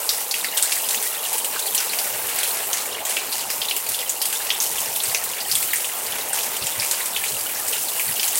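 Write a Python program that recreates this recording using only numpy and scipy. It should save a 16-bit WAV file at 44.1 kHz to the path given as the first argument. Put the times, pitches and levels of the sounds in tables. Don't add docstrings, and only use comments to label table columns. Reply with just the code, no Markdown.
import sys
import numpy as np
from scipy import signal
from scipy.fft import rfft, irfft, next_fast_len
from scipy.io import wavfile

SR = 44100
rng = np.random.default_rng(int(sys.argv[2]) if len(sys.argv) > 2 else 0)


def digitize_waveform(pressure):
    field = np.atleast_2d(pressure).T
    bounded = np.clip(field, -1, 1)
    quanta = np.round(bounded * 32767).astype(np.int16)
    wavfile.write(sys.argv[1], SR, quanta)


N = 369999
TIME = np.arange(N) / SR
CUTOFF_HZ = 15900


def from_db(db):
    return 10 ** (np.asarray(db) / 20)


def rms_one(x):
    return x / np.sqrt(np.mean(x ** 2) + 1e-20)


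def level_curve(rows):
    seconds, db = np.transpose(rows)
    return np.interp(TIME, seconds, db)


def add(out, start_s, sound):
    start = int(np.clip(start_s * SR, 0, N - 1))
    out[start:start + len(sound)] += sound[:N - start]


def drift(rate):
    knots = rng.standard_normal(N // 100)
    return rms_one(np.interp(TIME * rate, np.arange(len(knots)), knots))


def coloured(x, colour):
    hz, db = np.transpose(colour)
    size = next_fast_len(N)
    grid = np.maximum(np.fft.rfftfreq(size, 1 / SR), 1)
    gain = from_db(np.interp(np.log(grid), np.log(hz), db, left=-80))
    return rms_one(irfft(rfft(x, size) * gain, size)[:N])


def patchy(x, low_hz, high_hz, patchy_db, rate, count):
    size = next_fast_len(N)
    spectrum = rfft(x, size)
    grid = np.maximum(np.fft.rfftfreq(size, 1 / SR), 1)
    place = np.interp(np.log(grid), np.log([low_hz, high_hz]), [0, count - 1])
    out = np.zeros(N)
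    for k in range(count):
        share = np.maximum(1 - abs(place - k), 0)
        band = irfft(spectrum * share, size)[:N]
        out += band * from_db(patchy_db * drift(rate))
    return rms_one(out)


def resonance(x, hz, width_hz):
    radius = np.exp(-np.pi * width_hz / SR)
    angle = 2 * np.pi * min(hz, CUTOFF_HZ) / SR
    top = np.array([1, 0, -1]) * (1 - radius ** 2) / 2
    bottom = [1, -2 * radius * np.cos(angle), radius ** 2]
    return signal.lfilter(top, bottom, x + 1e-18)


def impacts(per_s, spread_db, size):
    strength = from_db(spread_db * np.minimum(rng.exponential(1, size), 4))
    happens = rng.random(size) < per_s / SR
    return happens * strength * rng.choice([-1, 1], size)


# time in seconds, level in dB.
RUMBLE_LEVEL = [(0, -62.5), (1.7, -60), (1.9, -58), (2.2, -55), (3.2, -57), (4.2, -56.5), (5.0, -54.5),
                (6.0, -54), (6.9, -55), (7.5, -51), (8.39, -59)]
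# frequency in Hz, relative strength in dB.
RUMBLE_TONE = [(15, -20), (30, -11), (60, -3), (100, 0), (150, -2.5), (220, -2.5), (400, -24)]
# start in seconds, level in dB, length in seconds.
LOW_BUMPS = [(2.10, -52, 0.086), (2.21, -55, 0.065), (3.58, -51, 0.043), (3.879, -51, 0.066),
             (4.85, -53, 0.1), (5.066, -49, 0.049), (5.25, -50, 0.018), (5.50, -50, 0.11),
             (6.61, -41, 0.044), (6.636, -39, 0.025), (6.765, -42.5, 0.063), (7.30, -45.5, 0.07),
             (8.059, -44, 0.075)]


def rumble(lumpy_db):
    level_db = level_curve(RUMBLE_LEVEL) + lumpy_db * drift(14)
    out = from_db(level_db) * coloured(rng.standard_normal(N), RUMBLE_TONE)
    t = np.arange(SR // 4) / SR
    for start_s, bump_db, length_s in LOW_BUMPS:
        envelope = t / length_s * np.exp(-3 * (t / length_s) ** 2)
        thud = np.sin(2 * np.pi * rng.uniform(84, 127.4) * t) * envelope
        noise = rng.standard_normal(len(t)) * envelope
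        puff = resonance(resonance(noise, 75, 126), 96, 220)
        bump = rms_one(puff) + 0.44 * rms_one(thud)
        strength = np.sqrt(np.sum(bump ** 2) / (length_s * SR))
        add(out, start_s, from_db(bump_db) * bump / strength)
    return out


# time in seconds, level in dB.
GURGLE_LEVEL = [(0, -41.5), (.7, -42), (1.4, -39.5), (2.2, -41.5), (3.0, -39), (3.9, -44), (4.4, -40.5),
                (5.2, -41), (5.8, -48), (6.35, -36.5), (6.7, -43), (8.39, -43.5)]
# pitch in Hz, width in Hz, strength in dB relative to the others.
HOLLOW_RESONANCES = [(442, 63, -1.5), (802, 66, 2), (886.5, 70, 2), (1033, 160, -1)]


def gurgle(per_s):
    out = np.zeros(N)
    for hz, width_hz, db in HOLLOW_RESONANCES:
        bubbles = impacts(per_s, spread_db=2.5, size=N)
        ringing = resonance(resonance(bubbles, hz, width_hz), hz, 3 * width_hz)
        out += from_db(db) * rms_one(ringing)
    return from_db(level_curve(GURGLE_LEVEL)) * rms_one(out)


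# time in seconds, level in dB before the trim in far_roar.
ROAR_LEVEL = [(0.0, -36.5), (0.3, -38), (3.04, -34), (4.06, -38), (4.28, -38), (4.46, -36), (5.61, -37),
              (6.38, -35), (7.2, -36), (8.39, -36.5)]
# frequency in Hz, relative strength in dB.
ROAR_TONE = [(100, -42), (200, -11.5), (310, -9), (380, -5), (480, -2.5), (560, -0.5), (700, 0.5),
             (820, -3), (1000, -2.5), (1250, -5), (1700, -5.5), (2600, -4), (5000, -15.5)]


def far_roar(trim_db):
    far = rms_one(impacts(900, spread_db=2.5, size=N)) + rng.standard_normal(N)
    roar = patchy(coloured(far, ROAR_TONE), 300, 1500, patchy_db=2.4, rate=26, count=10)
    return from_db(level_curve(ROAR_LEVEL) + trim_db) * roar


# time in seconds, level in dB before wet_hiss trims it.
HISS_LEVEL = [(0.0, -25.5), (0.42, -29), (0.84, -25.5), (1.12, -28), (2.57, -25), (3.11, -35),
              (3.29, -30.5), (4.7, -29.5), (4.84, -28), (5.09, -27.5), (5.3, -34), (5.51, -25), (5.65, -26),
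              (5.96, -28), (6.87, -28.5), (7.08, -28), (8.13, -24), (8.39, -25)]
# frequency in Hz, relative strength in dB.
HISS_TONE = [(2000, -20.5), (4500, -8), (6600, -4.5), (8100, 1), (9500, 1), (12000, 0.5), (15800, -0.5)]


def wet_hiss(trim_db):
    ticks_per_s = 4500 * from_db(2.3 * drift(60))
    ticks = rms_one(impacts(ticks_per_s, spread_db=7.0, size=N))
    sizzle = coloured(ticks + from_db(1.0) * rng.standard_normal(N), HISS_TONE)
    hiss = patchy(sizzle, 5100, 13500, patchy_db=1.45, rate=45, count=5)
    return from_db(level_curve(HISS_LEVEL) + trim_db) * hiss


def pips(per_s, spread_db, width_share, scatter_db):
    t = np.arange(SR // 16) / SR
    out = np.zeros(N)
    fading = np.exp(-t / .004) + from_db(scatter_db) * np.exp(-t / .014)
    envelope = (1 - np.exp(-t / .003)) * fading
    for when, pitch, nearness in rng.random((int(per_s * N / SR), 3)):
        hz = 1100 * 6 ** pitch
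        pip = resonance(rng.standard_normal(len(t)) * envelope, hz, hz * width_share)
        add(out, when * N / SR, from_db(spread_db * nearness ** 2) * rms_one(pip))
    return out


# time in seconds, level in dB before the trim in leaf_patter.
PATTER_LEVEL = [(0.0, -33), (0.33, -39), (0.54, -30.5), (1.42, -35.5), (1.82, -31.5), (2.17, -35),
                (5.0, -33.5), (5.33, -37.5), (5.7, -34.5), (6.14, -38), (6.71, -36), (7.74, -32.5),
                (8.06, -35.5), (8.39, -33)]
# frequency in Hz, relative strength in dB.
PATTER_TONE = [(700, -58), (1300, -9), (2000, -2.5), (2550, -7), (2850, 1), (3200, -1), (4200, 3),
               (5500, -1.5), (7500, -4), (14000, 3)]


def leaf_patter(trim_db):
    grains = rms_one(pips(per_s=170, spread_db=17, width_share=.07, scatter_db=-11))
    wash = from_db(-6) * rng.standard_normal(N)
    leaves = coloured(grains + wash, PATTER_TONE)
    return from_db(level_curve(PATTER_LEVEL) + trim_db) * leaves


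def surface_taps(level_db):
    drops = impacts(22, spread_db=2.5, size=N)
    return from_db(level_db) * rms_one(resonance(drops, 2830, 110))


def at_level(hit, db):
    return hit * from_db(db) / np.sqrt(np.mean(hit[:int(.014 * SR)] ** 2) + 1e-12)


def wet_colour(x, low_hz, sheen_hz, sheen_width_hz, top_db):
    sheen_shift, top_shift, top_chance = rng.standard_normal(3)
    x = signal.lfilter(*signal.butter(2, low_hz, "high", fs=SR), x)
    sheen = resonance(x, sheen_hz * 2 ** (.14 * sheen_shift), sheen_width_hz)
    top = resonance(x, 13300 * 2 ** (.12 * top_shift), 3800)
    return 0.63 * x + sheen - top * from_db(top_db + 3.5 * top_chance)


def plop(t, hz, strike_s, width_share):
    direct = rng.choice([-1, 1], len(t)) * t / strike_s * np.exp(1 - t / strike_s)
    fading = from_db(-4.5) * np.exp(-t / 0.0087) + from_db(-19) * np.exp(-t / .07)
    echoes = rms_one(impacts(5000, spread_db=0.5, size=len(t)))
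    scattered = echoes * (1 - np.exp(-t / 0.0028)) * fading
    width_hz = hz * width_share
    return resonance(resonance(direct + scattered, hz, width_hz), hz, width_hz)


def splash(t, crack_s, sheet_db, sheet_s):
    slap = rng.standard_normal(len(t)) * t / crack_s * np.exp(1 - t / crack_s)
    opening = (1 - np.exp(-t / (4 * crack_s))) * np.exp(-t / sheet_s)
    droplets = rms_one(impacts(6000, spread_db=2, size=len(t)))
    crown = droplets * from_db(sheet_db) * opening
    return wet_colour(slap + crown, low_hz=2400, sheen_hz=8300, sheen_width_hz=3000, top_db=5.5)


def spray(t, rise_s, fall_s):
    droplets = impacts(6000, spread_db=6.0, size=len(t))
    ticks = wet_colour(droplets, low_hz=2080, sheen_hz=7970, sheen_width_hz=3400, top_db=4.5)
    envelope = (1 - np.exp(-t / rise_s)) * np.exp(-t / fall_s)
    return rms_one(ticks) * envelope / envelope.max()


def small_drips(per_s, spread_db, range_octaves):
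    mean_db = np.array([-38, -35, -29.5, -35])
    rows = []
    chances = rng.uniform(-1, 1, (int(per_s * N / SR), 7))
    for k, (when, low, high, *sizes) in enumerate(chances):
        start_s = (k + .5 + when / 2) / per_s
        plop_db, snap_db, splash_db, spray_db = mean_db + spread_db * np.array(sizes)
        plop_hz = 2820 * 2 ** (range_octaves * low)
        snap_hz = 6400 * 2 ** (range_octaves * high)
        rows.append((start_s, plop_db, plop_hz, snap_db, snap_hz, splash_db, spray_db))
    return rows


# start in seconds, plop level in dB, plop pitch in Hz,
# snap level in dB, snap pitch in Hz, splash level in dB, spray level in dB.
FAT_DRIPS = [(0.091, -23, 3800, -18, 5130, -20, -25), (0.311, -45, 3750, -22, 4600, -23, -34),
             (0.34, -23.5, 2690, -32, 4460, -25, -25.5), (0.444, -25, 2120, -27, 4600, -28, -43),
             (0.573, -26, 3400, -28, 8300, -16.5, -21), (0.625, -33, 3680, -14.5, 8250, -17.5, -23),
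             (0.72, -25.5, 2570, -24.5, 4750, -20, -22.5), (0.887, -31, 3900, -33, 8610, -20, -35),
             (0.906, -36, 3000, -38, 4400, -20, -21.5), (0.945, -28, 2640, -25, 6430, -30, -36),
             (1.026, -41, 3470, -23, 8870, -29, -24), (1.251, -29.5, 3120, -40, 9000, -38, -23.5),
             (1.329, -46, 2800, -30, 8740, -21, -34), (1.381, -35, 2640, -22.5, 9100, -28, -31),
             (1.445, -29.5, 2930, -25, 8610, -22, -28), (1.559, -30, 1460, -33, 4400, -37, -29),
             (1.592, -34, 3560, -33, 7440, -23, -39), (1.664, -47, 2220, -31, 8240, -24, -28.5),
             (1.747, -29, 3000, -23, 8000, -17, -26), (1.778, -27.5, 3030, -21.5, 5700, -23.5, -26),
             (1.932, -28.5, 2700, -38, 4730, -33, -29), (1.987, -32, 3000, -24, 4950, -21.5, -28),
             (2.385, -45.5, 1820, -48, 4400, -20, -33), (2.431, -27, 3150, -32, 8610, -21.5, -24.5),
             (2.73, -29.5, 3050, -21.5, 6500, -21, -23.5), (3.051, -34, 3180, -24.5, 7440, -27, -22.5),
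             (3.094, -40, 1800, -27, 9100, -24, -23.5), (3.167, -21.5, 2530, -34, 4870, -27, -42),
             (3.325, -37, 2590, -24.5, 4530, -26, -23.5), (3.501, -31.5, 2130, -28, 5240, -23, -23),
             (3.616, -23.5, 3320, -29, 4900, -36, -35), (3.685, -28, 3430, -44, 4400, -33, -41),
             (3.71, -22.5, 2800, -29, 4400, -32, -35), (3.764, -30, 2850, -28, 7650, -21, -28),
             (3.888, -44, 2220, -45, 4400, -20, -22.5), (3.945, -29.5, 3440, -34, 4530, -25, -46),
             (3.989, -30, 3320, -35, 4800, -28, -44), (4.094, -50, 3540, -19.5, 7240, -21, -27),
             (4.216, -33, 3100, -24, 4840, -18.5, -31), (4.254, -34, 3820, -29, 9050, -19.5, -28),
             (4.326, -30, 2870, -27, 8370, -23, -23.5), (4.503, -18, 3160, -26, 5400, -32, -39),
             (4.602, -38, 3680, -19.5, 6250, -22.5, -18), (4.782, -30.5, 2950, -33, 8610, -26, -22.5),
             (4.96, -32, 2860, -26.5, 8870, -21.5, -30), (5.001, -27.5, 3700, -33, 4380, -34, -27),
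             (5.037, -45, 1970, -20, 8740, -31, -21), (5.146, -22.5, 2260, -19.5, 5940, -27, -28),
             (5.238, -43, 3150, -26, 8900, -23, -26), (5.404, -39, 3900, -27, 4800, -42, -44),
             (5.514, -48, 2900, -20, 5030, -19, -22), (5.553, -23, 3200, -17.5, 8550, -24.5, -25),
             (5.626, -31, 2470, -25, 8240, -29, -31), (5.732, -22, 2000, -35, 8900, -18, -29),
             (5.758, -48, 1970, -22, 8740, -26, -32), (5.843, -29, 2970, -32, 8740, -30, -35),
             (6.121, -30, 3260, -39, 5560, -33, -35), (6.331, -34, 1470, -20, 8550, -30, -21.5),
             (6.386, -29, 2760, -45, 4400, -27, -25), (6.565, -32, 3050, -30.5, 8610, -24, -40),
             (6.624, -34, 3100, -29, 4460, -33, -24), (6.668, -28.5, 2820, -24, 7660, -33, -31),
             (6.798, -38, 2590, -22.5, 4900, -29, -25), (6.82, -28, 2400, -27, 8740, -29, -23),
             (6.911, -28, 4330, -21.5, 7000, -19, -23.5), (7.003, -31, 1990, -28, 8870, -33, -41),
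             (7.057, -45, 1820, -28, 8300, -22, -34), (7.162, -23, 2970, -33, 7440, -40, -45),
             (7.238, -25.5, 2440, -26, 8740, -31, -22.5), (7.681, -39, 2170, -24, 8010, -24, -23),
             (7.73, -27.5, 3000, -39.5, 9000, -32, -27.5), (7.995, -25, 2270, -38, 6920, -42, -26),
             (8.195, -25.5, 2930, -24.5, 4870, -35, -38), (8.23, -26, 2740, -30, 5400, -21, -24),
             (8.278, -32, 2850, -22, 6820, -24, -26), (8.355, -35, 2980, -19.5, 8500, -32, -19)]


def near_drips(plop_trim_db, snap_trim_db, splash_trim_db, spray_trim_db):
    out = np.zeros(N)
    t = np.arange(SR // 4) / SR
    drips = list(FAT_DRIPS) + small_drips(per_s=6, spread_db=2.5, range_octaves=.55)
    for start_s, plop_db, plop_hz, snap_db, snap_hz, splash_db, spray_db in drips:
        crack_s = np.interp(max(plop_db, snap_db), [-32, -24], [.0035, .0005])
        body = plop(t, plop_hz, strike_s=0.0013, width_share=0.38)
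        snap = plop(t, snap_hz, strike_s=0.00065, width_share=0.28)
        burst = splash(t, crack_s, sheet_db=5, sheet_s=0.013)
        shower = spray(t, rise_s=0.021, fall_s=0.088)
        add(out, start_s, at_level(body, plop_db + plop_trim_db))
        add(out, start_s, at_level(snap, snap_db + snap_trim_db))
        add(out, start_s, at_level(burst, splash_db + splash_trim_db))
        add(out, start_s, from_db(spray_db + spray_trim_db) * shower)
    return out


def scene():
    low = rumble(lumpy_db=1.8)
    water = gurgle(per_s=70)
    far_rain = far_roar(trim_db=2.0) + wet_hiss(trim_db=1.0)
    nearer_rain = leaf_patter(trim_db=-1.4) + surface_taps(level_db=-45.5)
    drips = near_drips(plop_trim_db=0.47, snap_trim_db=-1.26, splash_trim_db=-0.9, spray_trim_db=-4.0)
    return (low + water + far_rain + nearer_rain + drips)[None]


def record(dry):
    rounded = 1.3 * np.tanh(dry / 1.3)
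    treble_cut = signal.ellip(12, .1, 80, CUTOFF_HZ, fs=SR, output="sos")
    return signal.sosfilt(treble_cut, rounded)


dry = scene()
out = record(dry)
digitize_waveform(out)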